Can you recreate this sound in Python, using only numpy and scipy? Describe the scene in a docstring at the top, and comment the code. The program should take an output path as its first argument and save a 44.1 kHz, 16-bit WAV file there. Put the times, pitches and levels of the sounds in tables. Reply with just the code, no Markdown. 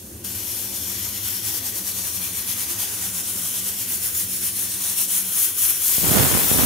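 """A pressure cooker hisses on a gas stove, close to a two-port microphone in a small hard kitchen.
Steam leaks under the weight, which rocks and lets it out in puffs, then lifts and vents.
The blast strikes the microphone as wind, left port first, then right.
Underneath: burner and house rumble in the room's low modes, and a fuzzy low drone."""
import sys
import numpy as np
from scipy import signal
from scipy.fft import rfft, irfft, next_fast_len
from scipy.io import wavfile
from scipy.ndimage import uniform_filter1d

SR = 44100
rng = np.random.default_rng(int(sys.argv[2]) if len(sys.argv) > 2 else 0)


def bounce(signal):
    """Save signal as a 16-bit WAV file at the path given by the first command-line argument."""
    frames = np.transpose(np.atleast_2d(signal))
    limited = np.clip(frames, -1, 1)
    pcm = np.round(limited * 32767).astype(np.int16)
    wavfile.write(sys.argv[1], SR, pcm)


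N = 293265

# low drone: time_s, pitch_hz, level_db
DRONE = [(0, 189.8, -49), (1.2, 196.6, -51), (1.4, 180.4, -52.5), (3, 183.8, -49.5), (3.5, 181.4, -47),
         (5.3, 188.5, -48.5), (5.45, 185, -57), (6.65, 186, -63)]

# kitchen rumble: time_s, level_db, deep_gain_db
RUMBLE = [(0, -44, -4), (.08, -40.5, 2.5), (.6, -42.5, 0.5), (1.1, -42, 2.5), (1.7, -42.5, 0),
          (2.2, -44, 4), (2.7, -42.5, 0.5), (3.3, -43.5, -2.5), (4.3, -43.5, 2), (5, -46, -2),
          (5.5, -46, -1), (6, -44.5, -2.5)]
# rumble spectrum: freq_hz, gain_db
RUMBLE_SPECTRUM = [(30, -32), (55, -24), (75, -15), (140, -21), (270, -18), (420, -19), (550, -19),
                   (620, -27), (1000, -32), (2000, -50)]
# low room modes: centre_hz, width_hz, gain_db
ROOM_MODES = [(84, 16, 13), (107, 12, 16), (205, 22, 9), (247, 9, 10), (301, 11, 9), (344, 11, 11),
              (400, 20, 5)]
# rumble likeness between ports: freq_hz, coherence
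RUMBLE_COHERENCE = [(60, 1), (200, 0.99), (400, 0.87), (700, 0.66)]

# wind per port, before the high-pass: time_s, level_db, fine_eddy_gain_db
WIND_LEFT = [(5.975, -47, -8.0), (5.985, -32, -15), (6.04, -27.5, 0), (6.094, -29, -1), (6.149, -31, 1),
             (6.203, -23, -1.7), (6.258, -24.5, -2), (6.312, -31, 6), (6.367, -30, 6.5),
             (6.422, -26.5, -2.5), (6.476, -31.5, 3.5), (6.531, -28.5, 3.5), (6.585, -36, 2),
             (6.64, -34, 8)]
WIND_RIGHT = [(6.04, -37, -8.0), (6.05, -24, -17), (6.099, -21.5, -10), (6.148, -16, -5),
              (6.197, -13.5, -5.5), (6.247, -17, -1), (6.296, -23.5, -4), (6.345, -19.0, -27),
              (6.394, -25, -12), (6.443, -30, -8), (6.492, -35, -3), (6.542, -18.5, -14),
              (6.591, -18, -4.5), (6.64, -17.5, -8.5)]
# blast front and hardest slaps: start_s, port (0 = left), signed_peak, width_ms
SLAPS = [(5.982, 0, -0.3, .9), (6.043, 1, 0.37, 1), (6.116, 1, 0.79, 0.89), (6.315, 0, -.27, 0.35),
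         (6.35, 1, 0.58, 0.95), (6.373, 1, 0.64, 0.34), (6.515, 1, 0.72, .9), (6.544, 0, -.24, 0.55)]

# steam flow under the puffs: time_s, flow_db, valve_opening (0-1)
LEAK = [(0, -39.5, 0.3), (.06, -40, 0.7), (.24, -41, 0.7), (.246, -28, 0.3), (.6, -27, 0.28),
        (1.2, -28.5, 0.2), (1.45, -28.5, 0.22), (1.9, -28, 0.26), (2.3, -27.5, .4), (2.75, -28, 0.4),
        (2.95, -26.5, 0.54), (3.1, -29.5, 0.6), (3.4, -26.5, 0.72), (4, -28, 0.55), (4.5, -28, .6),
        (4.8, -25, 0.43), (5.1, -31.5, 0.67), (5.45, -22, 0.9), (5.53, -30, 0.85), (5.7, -21, 0.88),
        (5.79, -25.5, 0.64), (5.87, -19, 0.87), (5.95, -18, 0.5), (6.01, -19, 0.33), (6.13, -17, 0.42),
        (6.38, -19, 0.46), (6.53, -18, 0.5), (6.65, -17.5, 0.3)]
# one puff per rock of the weight: centre_s, peak_flow_db, length_s
PUFFS = [(0.264, -34, 0.06), (0.385, -33, 0.13), (0.544, -29.5, 0.3), (0.677, -45, 0.051),
         (0.76, -27.5, 0.095), (0.906, -27.5, 0.29), (1.05, -27.5, 0.17), (1.164, -28.5, 0.12),
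         (1.275, -24.5, 0.13), (1.355, -26, 0.13), (1.477, -23, 0.13), (1.558, -23, 0.093),
         (1.673, -24.5, 0.095), (1.774, -25, 0.083), (1.885, -25, 0.096), (1.99, -26, 0.096),
         (2.068, -27, 0.11), (2.166, -27.3, 0.094), (2.249, -27.5, 0.12), (2.387, -26.5, 0.11),
         (2.506, -24, 0.1), (2.61, -24.5, 0.11), (2.713, -24.5, 0.085), (2.819, -23, 0.098),
         (3.054, -27, 0.14), (3.179, -26, 0.11), (3.294, -26.5, 0.094), (3.386, -29, 0.04),
         (3.469, -28, 0.12), (3.571, -27, 0.1), (3.68, -25.5, 0.087), (3.812, -26, 0.1), (3.932, -24, 0.14),
         (4.058, -23.5, 0.13), (4.193, -22.7, 0.16), (4.346, -25, 0.12), (4.458, -22.5, 0.135),
         (4.61, -24, 0.15), (4.735, -29.5, 0.089), (4.882, -24, 0.21), (5.011, -19.5, 0.13),
         (5.148, -21, 0.195), (5.414, -23, 0.15), (5.588, -24, 0.055), (5.643, -21, 0.1),
         (5.697, -21, 0.049)]
# band response to flow: freq_hz, slope_db_per_db
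FLOW_SLOPE = [(700, 0.89), (3000, 0.9), (9000, 1.15), (15000, 1.18)]
# jet spectrum, valve nearly shut and open: freq_hz, shut_left_db, shut_right_db, open_left_db, open_right_db
JET_SPECTRUM = [(352, -37, -38, -34, -36), (775, -10, -10.5, -14.5, -18.5),
                (1360, -14, -12.5, -15.5, -13.5), (2270, -10.5, -12.5, -11.5, -13),
                (5400, -6.5, -7, -8.5, -9), (6050, -3.5, -7, -7.5, -6), (8050, -6, -5.5, 0, -3.5),
                (11500, -4, -7, 2.5, 4), (14100, -1, -6, 3, -2), (15500, -8.5, -11, -2.5, -5)]
# cavities of the weight, shadows at the ports: centre_hz, width_hz, left_db, right_db
CAVITIES = [(3100, 600, 2, 3.5), (3450, 500, 3, 0), (4100, 400, -2, -1), (4800, 400, -2.5, 0),
            (5750, 800, 4, 2), (6650, 500, 1.5, 2), (9200, 600, 1, 3.5), (9950, 800, 4.5, 1),
            (10150, 350, 0, 3), (10900, 600, -3, 0), (11750, 400, 0, -2.5), (13500, 500, 1.5, .5)]
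# slow drift of the jet colour: time_s, body_db, left_ring_db, top_db, right_treble_db
COLOUR_DRIFT = [(0, -5.5, 4, -1, 3.5), (.24, 3, 4, 1, 2), (.26, -0.5, 7, -2, -3), (1.3, -1.5, 8.5, 2, -0.5),
                (2, 0.5, 5.5, 4, -2), (2.6, 1, 4, 0, -0.5), (2.8, 3, 2, 1, -0.5), (3.3, 1.5, 1, 2, -1.5),
                (4.2, -1.5, 1, 4, 0), (4.8, -1, 3, 0, -0.5), (5.3, 1.5, 4.5, 4, -2.5),
                (5.9, 0.5, 4, 5, -2.5), (6.1, -1.5, 1, 4, 0), (6.65, -0.5, 6, 4, -1)]
# jet likeness between ports: freq_hz, coherence, right_lead_rad
JET_COHERENCE = [(500, .6, 0), (1200, .25, .4), (2800, .88, 0), (3700, .35, -.2), (4350, .68, .1),
                 (5000, .2, -.3), (6600, .5, -.2), (7700, .15, .2), (8600, .55, 1.2), (10200, .65, -.2),
                 (11500, .5, -1.1), (13200, .45, -1.6), (14200, .4, .7), (15500, .35, -1.1)]
# spectral ripple from reflections: freq_hz, spread_db
RIPPLE = [(500, 2.6), (7000, 2.2), (12000, 1.3)]


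def amp(db):
    return 10 ** (np.asarray(db) / 20)


def unit_rms(x):
    return x / np.sqrt(np.mean(x ** 2) + 1e-20)


def bell(hz, centre_hz, width_hz):
    return 1 / (1 + (2 * (hz[:, None] - centre_hz) / width_hz) ** 2)


def over_hz(table, hz):
    """Table columns interpolated over log frequency."""
    freq_hz, *columns = np.transpose(table)
    return [np.interp(np.log(hz + 1), np.log(freq_hz), c)[:, None] for c in columns]


def over_time(table, t):
    """Table columns interpolated over time."""
    time_s, *columns = np.transpose(table)
    return [np.interp(t, time_s, c) for c in columns]


def patches(t, hz, span_frames, span_bins):
    """Smooth random field, bins x frames, unit RMS."""
    field = rng.standard_normal((len(t), len(hz)))
    field = uniform_filter1d(field, size=span_frames, axis=0)
    return unit_rms(uniform_filter1d(field, size=span_bins, axis=1)).T


def noise_pair(left_db, right_db, coherence, lead_rad, fft_size):
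    """Two partly coherent noises from short-time levels, bins x frames."""
    a, b, c, d = rng.standard_normal(left_db.shape[::-1] + (4,)).T
    coherence = np.clip(coherence, 0, 1)
    left = a + 1j * b
    right = coherence * np.exp(1j * lead_rad) * left + np.sqrt(1 - coherence ** 2) * (c + 1j * d)
    spectra = np.array([left * amp(left_db), right * amp(right_db)])
    _, pair = signal.istft(spectra, nperseg=fft_size, noverlap=fft_size * 3 // 4)
    return pair[:, :N] / np.sqrt(fft_size)


def drone(width_hz=15):
    """Narrow noise band on a low pitch; fades before the vent."""
    pitch_hz, level_db = over_time(DRONE, np.arange(N) / SR)
    slow = signal.lfilter(*signal.butter(2, width_hz / 2, fs=SR), rng.standard_normal((2, N)))
    phase_rad = 2 * np.pi * np.cumsum(pitch_hz) / SR
    return unit_rms(slow[0] * np.cos(phase_rad) + slow[1] * np.sin(phase_rad)) * amp(level_db)


def kitchen_rumble(swell_db=1.0, left_bias_db=1.6, deep_hz=130):
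    """Burner and house rumble, gathered in low room modes that swell unevenly."""
    t, hz = np.arange(N // 1024 + 5) * 1024 / SR, np.fft.rfftfreq(4096, 1 / SR)
    band_db = over_hz(RUMBLE_SPECTRUM, hz)[0]
    for centre_hz, width_hz, gain_db in ROOM_MODES:
        band_db = band_db + gain_db * bell(hz, centre_hz, width_hz)
    band_db = band_db + swell_db * patches(t, hz, span_frames=5, span_bins=8)
    deep_gain_db = over_time(RUMBLE, t)[1]
    band_db += deep_gain_db * (hz[:, None] < deep_hz)
    coherence = over_hz(RUMBLE_COHERENCE, hz)[0]
    rumble = noise_pair(band_db + left_bias_db, band_db, coherence, lead_rad=0, fft_size=4096)
    level_db = over_time(RUMBLE, np.arange(N) / SR)[0]
    return unit_rms(rumble) * amp(level_db)


def eddies(rate_per_s, rise_ms, spread_db, push_share=.5):
    """Random pressure bumps of uneven size; a share pushes, the rest pulls."""
    size_draw, sign_draw, time_draw = rng.random((3, N))
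    sizes = amp(spread_db * np.minimum(-np.log(size_draw), 2.5))
    kicks = sizes * np.sign(push_share - sign_draw) * (time_draw < rate_per_s / SR)
    age = np.arange(1500) / SR / (rise_ms / 1000)
    return unit_rms(signal.oaconvolve(kicks, age * np.exp(-age))[:N])


def blast_wind(low_cut_hz=60):
    """Eddies and slaps strike each port separately; the microphone drops their lowest part."""
    t, pressure = np.arange(N) / SR, np.zeros((2, N))
    for port, table in enumerate((WIND_LEFT, WIND_RIGHT)):
        level_db, fine_db = over_time(table, t)
        large = amp(-2.5) * eddies(rate_per_s=150, rise_ms=1.77, spread_db=2.9)
        middle = eddies(rate_per_s=500, rise_ms=0.44, spread_db=4.2)
        fine = amp(fine_db) * eddies(rate_per_s=1500, rise_ms=0.054, spread_db=7.8, push_share=.75)
        onset_s = table[0][0]
        pressure[port] = (large + middle + fine) * amp(level_db) * (t > onset_s)
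    for start_s, port, peak, width_ms in SLAPS:
        age = np.maximum(t - start_s, 0) / (width_ms / 2000)
        pressure[round(port)] += peak * age * np.exp(1 - age)
    return signal.lfilter(*signal.butter(2, low_cut_hz, "high", fs=SR), pressure)


def wall_reflections(hiss, ripple_hz=25):
    """Walls and pans reflect the hiss: a fine static spectral ripple, different per port."""
    fft_size = next_fast_len(N)
    ripple = rng.standard_normal((2, fft_size // 2 + 1))
    ripple = unit_rms(uniform_filter1d(ripple, size=int(ripple_hz * fft_size / SR), axis=1))
    spread_db = over_hz(RIPPLE, np.fft.rfftfreq(fft_size, 1 / SR))[0].T
    return irfft(rfft(hiss, fft_size) * amp(spread_db * ripple), fft_size)[:, :N]


def rocking_weight_flow_db(t, leak_db):
    """Each rock of the weight adds a smooth puff to the leak; powers sum."""
    centre_s, peak_db, length_s = np.transpose(PUFFS)[:, :, None]
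    puffs = np.cos(np.pi * np.clip((t - centre_s) / length_s, -.5, .5)) ** 2
    return 10 * np.log10(amp(2 * leak_db) + (amp(2 * peak_db) * puffs).sum(0))


def jet_colour_db(t, hz, opening, body_hz=4000, treble_hz=9000):
    """Left and right jet spectra: brighter as the valve opens, shaped by cavities, slowly drifting."""
    shut_left, shut_right, open_left, open_right = over_hz(JET_SPECTRUM, hz)
    left_db = shut_left + opening * (open_left - shut_left)
    right_db = shut_right + opening * (open_right - shut_right)
    for centre_hz, width_hz, left_gain_db, right_gain_db in CAVITIES:
        peak = bell(hz, centre_hz, width_hz)
        left_db += left_gain_db * peak
        right_db += right_gain_db * peak
    body_db, ring_db, top_db, treble_db = over_time(COLOUR_DRIFT, t)
    left_db += ring_db * bell(hz, centre_hz=12500, width_hz=900)
    right_db += treble_db * (1 - bell(hz, 0, 2 * treble_hz))
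    common_db = body_db * bell(hz, 0, 2 * body_hz) + top_db * bell(hz, centre_hz=15300, width_hz=900)
    return left_db + common_db, right_db + common_db


def steam_jet(flow_flutter_db=0.48, patch_db=.8, sway_db=1.4, pivot_db=-27, gain_db=8.0):
    """Turbulent jet noise; throbs with the weight, flutters as a whole and in spectral patches."""
    t, hz = np.arange(N // 64 + 5) * 64 / SR, np.fft.rfftfreq(256, 1 / SR)
    leak_db, opening = over_time(LEAK, t)
    flutter = unit_rms(uniform_filter1d(rng.standard_normal(len(t)), size=6))
    flow_db = rocking_weight_flow_db(t, leak_db) + flow_flutter_db * flutter
    band_db = pivot_db + over_hz(FLOW_SLOPE, hz)[0] * (flow_db - pivot_db)
    band_db += patch_db * patches(t, hz, span_frames=40, span_bins=6)
    # narrow colourations come and go as the hand-held microphone sways
    band_db += sway_db * patches(t, hz, span_frames=300, span_bins=2)
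    left_db, right_db = jet_colour_db(t, hz, opening)
    coherence, lead_rad = over_hz(JET_COHERENCE, hz)
    hiss = noise_pair(band_db + left_db, band_db + right_db, coherence, lead_rad, fft_size=256)
    return hiss * amp(gain_db)


def scene():
    return wall_reflections(steam_jet()) + kitchen_rumble() + drone() + blast_wind()


def record(dry):
    """The microphone rounds off the hardest gusts, drops the deep bass and limits the band."""
    ceiling, low_cut_hz, high_cut_hz = .85, 45, 15740
    rounded = ceiling * np.tanh(dry / ceiling)
    thinned = signal.lfilter(*signal.butter(2, low_cut_hz, "high", fs=SR), rounded)
    low_pass = signal.firwin(1023, high_cut_hz, window=("kaiser", 10), fs=SR)
    return signal.oaconvolve(thinned, low_pass[None], "same")


dry = scene()
out = record(dry)
bounce(out)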